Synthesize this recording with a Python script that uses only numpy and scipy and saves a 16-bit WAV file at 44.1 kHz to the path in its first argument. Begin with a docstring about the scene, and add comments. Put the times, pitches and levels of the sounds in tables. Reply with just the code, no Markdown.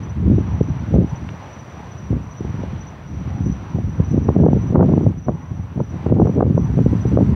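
"""Outdoors at night, two burning wicks are swung on chains. Turbulent combustion makes their flames
flutter and roar, louder and sharper as they rush through the air, and tear with soft pops.
Air swishes round the wicks, and a chain ticks twice. A cricket chirps in paired wing strokes
over a far chorus and a distant hush."""
import sys
import numpy as np
from scipy import signal
from scipy.fft import rfft, irfft, next_fast_len
from scipy.io import wavfile
from scipy.ndimage import uniform_filter1d, minimum_filter1d, map_coordinates

SR = 44100
rng = np.random.default_rng(int(sys.argv[2]) if len(sys.argv) > 2 else 0)


def store_pcm(level_fs):
    """Save levels as 16-bit WAV."""
    pcm = np.round(np.clip(level_fs, -1, 1) * 32767).astype(np.int16)
    wavfile.write(sys.argv[1], SR, np.atleast_2d(pcm).T)


N = 324135

# a flame tears and flares up: time_s, relative_peak_db, base_sharpness_hz
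TEARS = [(0.384, -4, 135), (0.612, 0.5, 187), (0.942, -5.5, 216), (1.045, -13.5, 149), (2.108, -8.5, 94.5),
         (2.13, -7.5, 174), (2.409, -14.5, 135), (2.45, -13.5, 214), (2.637, -15.5, 241), (3.407, -9.5, 89),
         (3.748, -13, 89), (3.787, -11.5, 182), (4.001, -3, 136), (4.144, -8.5, 140), (4.179, -6.5, 195),
         (4.29, -1.5, 390), (4.365, -2.5, 219), (4.439, -2, 264), (4.465, 0.5, 320), (4.487, 0.5, 330),
         (4.532, -6.5, 270), (4.748, -3.5, 208), (4.758, 3.5, 520), (4.801, -1, 320), (4.81, 1.5, 450),
         (4.829, 1.5, 354), (4.938, -1.5, 303), (4.979, -7, 290), (5.011, -9.5, 189), (5.066, -5.5, 228),
         (5.285, -7, 480), (5.293, -8.5, 375), (5.804, -6.5, 318), (6.065, -4.5, 286), (6.099, -12.5, 280),
         (6.124, 3.5, 255), (6.2, 4, 280), (6.219, -0.5, 310), (6.272, -5, 320), (6.296, -9.5, 258),
         (6.408, 2, 505), (6.428, 5, 360), (6.466, -8.5, 200), (6.579, -2.5, 318), (6.79, -8, 255),
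         (6.863, 0, 151), (7.055, -8.5, 185), (7.174, 1.5, 440), (7.189, -2, 230), (7.21, -8, 327)]


def roar(per_second=650, size_db=4, flap_db=2.0, flap_hz=55, spread=.18, sharpen=.82, gain_db=0.73):
    """Combustion noise: eddies of fuel flare up at random; a faster flame makes them bigger and shorter."""
    level_db, sharp_hz = flame_envelope()
    size_draw, sharp_draw = rng.standard_normal((int(per_second * N / SR), 2)).T
    at = rng.integers(0, N, len(size_draw))
    flap = wobble(flap_hz)[at]  # the flame flaps like a flag, so the eddies come in clumps
    sizes = amp(size_db * size_draw + flap_db * flap) * rng.choice([-1, 1], len(at))
    eddy_hz = sharpen * sharp_hz[at] * np.exp(spread * sharp_draw + .1 * flap)
    classes_hz = np.geomspace(40, 640, 13)
    nearest = np.argmin(np.abs(np.log(eddy_hz[:, None] / classes_hz)), axis=1)
    size = next_fast_len(N + SR // 4)
    f = np.fft.rfftfreq(size, 1 / SR)
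    # short puffs carry less gas than long ones of the same height
    eddies = sum(rfft(np.bincount(at, sizes * (nearest == k), N), size) * np.exp(-f / hz) / hz
                 for k, hz in enumerate(classes_hz))
    flutter = irfft(eddies * puff(f, np.inf), size)[:N]
    return amp(level_db + gain_db) * flutter / np.sqrt(mean_power(flutter, window_s=0.039) + 1e-20)


def flame_envelope(idle_sharp_hz=91, dulling_per_db=.008):
    """Incoherent powers add: the flames' relative level (dB) and power-weighted base sharpness (Hz)."""
    # the flames between whooshes: time_s, relative_level_db
    idling = [(0, -27.5), (.6, -25), (.88, -24.5), (1.1, -37), (1.3, -27.5), (1.42, -41), (1.9, -35),
              (2.22, -28.5), (2.34, -37), (2.55, -25.5), (2.98, -38), (3.3, -23), (3.67, -32.5), (4.1, -25),
              (4.7, -21.5), (5.24, -34), (5.87, -31.5), (6.6, -18.5), (7.35, -19)]
    # a wick rushes through the air: peak_s, relative_level_db, length_s, base_sharpness_hz
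    whooshes = [(0.314, -10.5, 0.19, 113), (0.534, -17, 0.083, 74.7), (0.715, -19, 0.064, 91),
                (0.984, -9, 0.1, 172), (1.133, -20.5, 0.056, 65), (1.227, -24, 0.029, 104),
                (2.142, -16, 0.073, 133), (2.493, -24.5, 0.11, 140), (2.614, -28, 0.11, 155),
                (2.736, -24.5, 0.099, 84), (3.16, -24.5, 0.07, 90), (3.472, -15, 0.12, 98.3),
                (3.782, -20.5, 0.071, 148), (3.869, -16.5, 0.066, 86), (4.006, -18.5, 0.059, 153),
                (4.149, -15.5, 0.12, 129), (4.218, -19, 0.08, 130.6), (4.295, -12.5, 0.044, 189),
                (4.448, -5.5, 0.11, 203.5), (4.559, -13, 0.066, 160), (4.648, -21, 0.11, 130),
                (4.805, -5.5, 0.12, 278), (4.94, -11.5, 0.16, 215), (5.075, -12.5, 0.079, 125.6),
                (5.178, -18.5, 0.028, 90.5), (5.299, -18, 0.051, 190), (5.351, -20, 0.027, 150),
                (5.519, -19, 0.019, 101.4), (5.607, -23.5, 0.096, 81), (5.798, -13.5, 0.05, 190),
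                (5.947, -24, 0.067, 163), (6.127, -9, 0.064, 180), (6.228, -7.5, 0.12, 234),
                (6.417, -9.5, .11, 235), (6.544, -13.5, 0.17, 162), (6.794, -12, 0.082, 174),
                (6.932, -13, 0.05, 184), (7.188, -8.5, 0.11, 215), (7.306, -14.5, 0.17, 136)]
    power = amp(curves(idling)[0]) ** 2
    weighted_hz = power * idle_sharp_hz
    for s, db, length_s, sharp_hz in whooshes:
        gain = swell(s, length_s, shape=1.5, lean=1.15)
        on = gain > 0
        whoosh_power = (amp(db) * gain[on]) ** 2
        dulling = np.exp(dulling_per_db * 20 * np.log10(gain[on]))  # duller away from the peak
        power[on] += whoosh_power
        weighted_hz[on] += whoosh_power * sharp_hz * dulling
    return 10 * np.log10(power), weighted_hz / power


def puff(f, sharp_hz, cut_hz=68, knee_hz=130, body_hz=165, width_hz=110):
    """Monopole radiation: the spectrum of one rounded pressure pulse of burning gas."""
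    # the microphone's bass cut makes the pulse swing back
    bass_cut = signal.freqs(*signal.butter(5, 1, btype="high", analog=True), f / cut_hz)[1]
    # the flame wobbles for a cycle or two after each puff
    body = 1 + 0.14j * f * width_hz / (body_hz ** 2 - f ** 2 + 1j * f * width_hz)
    return np.exp(-f / sharp_hz) * body * bass_cut * 1j * f / (knee_hz + 1j * f)


def pops(gain_db=1.23, sharpen=1.02, edge_hz=1600, shred_db=-8, shred_sharpen=1.26, scatter_s=0.00221):
    """Superposed pulses: a tear is one large puff and three smaller, sharper shreds milliseconds apart."""
    track, size = np.zeros(N), 8192
    f = np.fft.rfftfreq(size, 1 / SR)

    def flare(db, sharp_hz, phase_turns):
        """A phase rotation makes the pulse lopsided."""
        spectrum = puff(f, sharp_hz) * np.exp(2j * np.pi * phase_turns - (f / edge_hz) ** 2)
        pulse = np.fft.fftshift(irfft(spectrum))
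        return amp(db + gain_db) * pulse / np.abs(signal.hilbert(pulse)).max()

    for s, db, sharp_hz in TEARS:
        draws = rng.random((4, 2))
        start_s = s - size / 2 / SR
        add(track, start_s, flare(db, sharpen * sharp_hz, draws[0, 0]))
        for k, (phase_turns, lag) in enumerate(draws[1:]):
            shred = flare(db + shred_db, shred_sharpen * sharp_hz, phase_turns)
            add(track, start_s + scatter_s * (k + lag - 1.5), shred)
    return track


def lulls(depth_db=-6, lead_s=0.001, width_s=0.0051):
    """Flame stretch: the roar's gain dips for an instant as the flame thins before it tears."""
    dips, t = np.zeros(N), np.arange(SR // 10) / SR
    dip = np.exp(-((t - t.mean()) / width_s) ** 2)
    for s, _, _ in TEARS:
        add(dips, s - lead_s - t.mean(), dip)
    return amp(depth_db * np.minimum(dips, 1))


def swish(turn_hz=1.35, echo_s=0.001406, swing_s=0.00069, echo_gain=0.49, between_db=-57.5):
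    """Comb filtering: air noise round a circling wick meets its shifting ground echo; the colour glides."""
    # a wick on the fast part of its circle: peak_s, level_db
    passes = [(.1, -44.5), (.51, -42.5), (.76, -44.5), (1.13, -43.5), (1.43, -43), (1.8, -43), (2.25, -46),
              (2.6, -43.5), (2.93, -47), (3.33, -43), (3.68, -45), (4.03, -45), (4.33, -45.5),
              (4.67, -43.5), (5.02, -48), (5.41, -45), (5.71, -48.5), (6, -46), (6.3, -47.5), (6.66, -43.5),
              (6.98, -42), (7.3, -44)]
    # spectrum of the rushing air: frequency_hz, relative_density_db
    rush_spectrum = [(200, -43.5), (500, -8.5), (650, -4), (830, 1), (1050, -2.5), (1350, -13.5),
                     (2000, -16), (5000, -39), (9000, -63), (16000, -86.5)]
    pass_power = sum((amp(db) * swell(s, length_s=0.25, shape=1.7)) ** 2 for s, db in passes)
    level_db = 10 * np.log10(amp(between_db) ** 2 + pass_power)
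    rush, n = noise(rush_spectrum), np.arange(N)
    delay_s = echo_s + swing_s * np.sin(2 * np.pi * turn_hz * n / SR + .6 * wobble(2))
    echo = np.interp(n - delay_s * SR, n, rush)
    return amp(level_db + 0.51 * wobble(15)) * unit(rush + echo_gain * echo)


def chain_ticks(t60_s=0.015, gain_db=3, low_hz=300, high_hz=1300, top_hz=4600):
    """Damped impact: chain links knock together in a dry burst of band-limited noise."""
    # links collide: start_s, relative_level_db
    knocks = [(1.29, -13), (2.762, -22)]
    track, t = np.zeros(N), np.arange(SR // 10) / SR
    for s, db in knocks:
        add(track, s, amp(db + gain_db - 60 * t / t60_s) * rng.standard_normal(len(t)))
    return filtered(track, lambda f: f ** 2 / (f ** 2 + low_hz ** 2)
                    / (1 + (f / high_hz) ** 2) / (1 + (f / top_hz) ** 10) ** .5)


def near_cricket(start_hz=5875, glide_hz=95, stroke_s=0.031, gap_s=.061, gain_db=2, wet_db=-12, t60_s=.35):
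    """Stridulation: two wing strokes a chirp, each a rising tone that trees and walls scatter back."""
    # the nearest cricket calls: start_s, relative_level_db
    chirps = [(0.029, -49), (0.618, -50.5), (1.09, -48.5), (1.524, -48.5), (1.91, -48.5), (2.309, -48),
              (2.804, -46.5), (3.452, -47), (4.042, -49.5), (4.609, -49), (5.176, -52), (5.83, -53.5),
              (6.572, -50), (7.006, -48)]
    track, t = np.zeros(N), np.arange(SR // 3) / SR
    progress = np.linspace(0, 1, int(stroke_s * SR))
    envelope = np.abs(np.sin(np.pi * progress)) ** 0.87
    for (s, db), draws in zip(chirps, rng.standard_normal((len(chirps), 2, 2))):
        for k, (pitch_draw, size_draw) in enumerate(draws):
            hz = start_hz + glide_hz * progress + 6 * pitch_draw
            stroke = amp(db + gain_db + .7 * size_draw) * envelope * np.sin(2 * np.pi * np.cumsum(hz) / SR)
            tail = rng.standard_normal(len(t)) * amp(-60 * t / t60_s)
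            echoes = signal.fftconvolve(stroke, tail / np.linalg.norm(tail))
            add(track, s + k * gap_s - .002, stroke)
            add(track, s + k * gap_s, amp(wet_db) * echoes)
    return track


def chorus(edge_s=0.079, pause_db=-68, first_swell_s=.4, swell_period_s=.468):
    """Amplitude modulation: two far crickets trill in long phrases; a higher one swells regularly."""
    # the far crickets sing together: start_s, length_s, relative_level_db
    trills = [(.33, 0.63, -63.5), (1.05, 1.06, -63.5), (2.2, 0.74, -64), (3.07, .9, -61.5), (4, .72, -64),
              (4.835, 0.26, -63), (5.205, 0.44, -71), (5.745, 0.3, -69), (6.176, 0.18, -62),
              (6.544, 0.75, -64.5)]
    t = np.arange(N) / SR
    phrases = amp(pause_db)  # the farthest singers fill the pauses
    for s, length_s, db in trills:
        inside_s = np.minimum(t - s, s + length_s - t)
        phrases = phrases + amp(db) * np.clip(inside_s / edge_s + .5, 0, 1)
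    high_db = -76.5 + 2.5 * np.cos(2 * np.pi * (t - first_swell_s) / swell_period_s)
    low = amp(-1) * far_cricket(5825, half_width_hz=85, stroke_hz=11, depth_db=0.5)
    middle = amp(-5.5) * far_cricket(5990, half_width_hz=35, stroke_hz=15, depth_db=5.5)
    high = amp(high_db) * far_cricket(6180, half_width_hz=38, stroke_hz=21, depth_db=5.5)
    return phrases * amp(0.9 * wobble(7)) * (low + middle) + high


def far_cricket(pitch_hz, half_width_hz, stroke_hz, depth_db):
    """Multipath propagation: echoes blur a trill into a narrow band that throbs with the wing strokes."""
    band = filtered(rng.standard_normal(N), lambda f: 1 / (1 + ((f - pitch_hz) / half_width_hz) ** 2))
    cycles = np.cumsum(stroke_hz * (1 + 0.055 * wobble(5.1))) / SR
    return unit(band * amp(depth_db * np.sin(2 * np.pi * cycles)))


def night_air(waver_db=0.76, waver_hz=7):
    """Ambient noise: a wavering distant hush, a thin hiss and the microphone's white self-noise add up."""
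    # the background swells and sinks: time_s, relative_hush_db, relative_hiss_db
    levels = [(0, -53, -74), (.3, -54.5, -74.5), (.55, -52.5, -77.5), (.9, -52.5, -75), (1.1, -52, -70),
              (1.85, -52.5, -71), (2.25, -56, -72.5), (2.6, -51.5, -73.5), (3.05, -55, -75),
              (3.3, -54, -74), (4.3, -55, -74), (5, -54, -72), (5.22, -60, -86.5), (5.87, -58, -77),
              (6.05, -53.5, -72), (6.45, -56, -72.5), (6.95, -53, -66), (7.35, -53, -67)]
    # spectra of the hush and the hiss: frequency_hz, relative_density_db
    hush_spectrum = [(20, -22), (50, 5.5), (80, 20), (150, 15), (300, 12.5), (480, 10.5), (1000, 8),
                     (1600, 3), (2200, -0.5), (3000, -5.5), (4200, -12.5), (5500, -19.5), (8000, -34.5),
                     (16000, -58)]
    hiss_spectrum = [(1000, -9.5), (5000, 7.5), (7500, 1), (9500, -3.5), (12000, -8), (15700, -9)]
    hush_db, hiss_db = curves(levels)
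    hush = amp(hush_db + 13 + waver_db * wobble(waver_hz)) * noise(hush_spectrum)
    hiss = amp(hiss_db + 3) * noise(hiss_spectrum)
    return hush + hiss + amp(-73) * rng.standard_normal(N)


def gain_control(x, threshold_db=-19, slope=0.75, sense_hz=300):
    """Compression: everything is turned down while the sound above the bass is loud."""
    level_db = 10 * np.log10(mean_power(high_pass(x, sense_hz), window_s=0.063) + 1e-12)
    return x * amp(-slope * np.maximum(level_db - threshold_db, 0))


def amp(db):
    """Decibels as an amplitude ratio."""
    return 10 ** (np.asarray(db) / 20)


def unit(x):
    """Normalisation to rms 1."""
    return x / np.sqrt(np.mean(x ** 2) + 1e-20)


def mean_power(x, window_s):
    """Mean square, smoothed twice by a moving average."""
    width = int(window_s * SR)
    return np.abs(uniform_filter1d(uniform_filter1d(x ** 2, width), width))


def curves(rows):
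    """Linear interpolation: one value per sample for each column after the time."""
    s, *columns = np.transpose(rows)
    return [np.interp(np.arange(N) / SR, s, column) for column in columns]


def wobble(rate_hz):
    """Slow random modulation: a spline through rate_hz knots a second."""
    return map_coordinates(rng.standard_normal(int(N * rate_hz / SR) + 4), [np.arange(N) * rate_hz / SR])


def swell(s, length_s, shape, lean=1):
    """An envelope that rises to 1 at time s and falls again; lean is rise time over fall time."""
    offset = (np.arange(N) / SR - s) / (length_s / 2)
    near = np.abs(offset) < 6
    gain = np.zeros(N)
    gain[near] = np.exp(-np.abs(offset[near] * np.sqrt(lean) ** np.sign(offset[near])) ** shape)
    return gain


def filtered(x, response):
    """Linear filtering: the spectrum of x times a frequency response."""
    size = next_fast_len(N + SR // 4)
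    return irfft(rfft(x, size) * response(np.fft.rfftfreq(size, 1 / SR)), size)[:N]


def high_pass(x, cut_hz):
    """Zero-phase bass cut, 24 dB an octave."""
    return filtered(x, lambda f: f ** 4 / (f ** 4 + cut_hz ** 4))


def noise(spectrum):
    """Spectral shaping: noise of rms 1 from rows of frequency_hz, relative_density_db."""
    hz, db = np.transpose(spectrum)
    return unit(filtered(rng.standard_normal(N), lambda f: amp(np.interp(np.log(f + 1), np.log(hz), db))))


def add(track, s, sound):
    """Superposition: mix a sound into the track from time s on."""
    start = round(s * SR)
    part = sound[max(-start, 0):max(N - start, 0)]
    track[max(start, 0):][:len(part)] += part


def scene():
    """Superposition in mono: flames and swishing air in front, crickets and hush behind."""
    flames = roar() * lulls() + pops()
    return (flames + swish() + chain_ticks() + near_cricket() + chorus() + night_air())[None]


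def record(dry, ceiling=0.86, hold_s=0.013, top_hz=15720):
    """Dynamic range and band limiting: gain control, a bass cut, a quick peak limiter and a low-pass."""
    x = high_pass(gain_control(dry[0]), cut_hz=31)
    hold = int(hold_s * SR)
    needed_gain = np.minimum(1, ceiling / (np.abs(x) + 1e-9))
    # the gain falls just ahead of a peak and stays down for a moment after it
    held_gain = minimum_filter1d(needed_gain, hold, origin=hold // 2 - 110)
    gain = uniform_filter1d(held_gain, size=200)
    soft_ends = signal.windows.tukey(N, .001)
    low_pass = signal.ellip(12, .1, 80, top_hz, fs=SR, output="sos")
    return signal.sosfilt(low_pass, x * gain * soft_ends)[None]


dry = scene()
out = record(dry)
store_pcm(out)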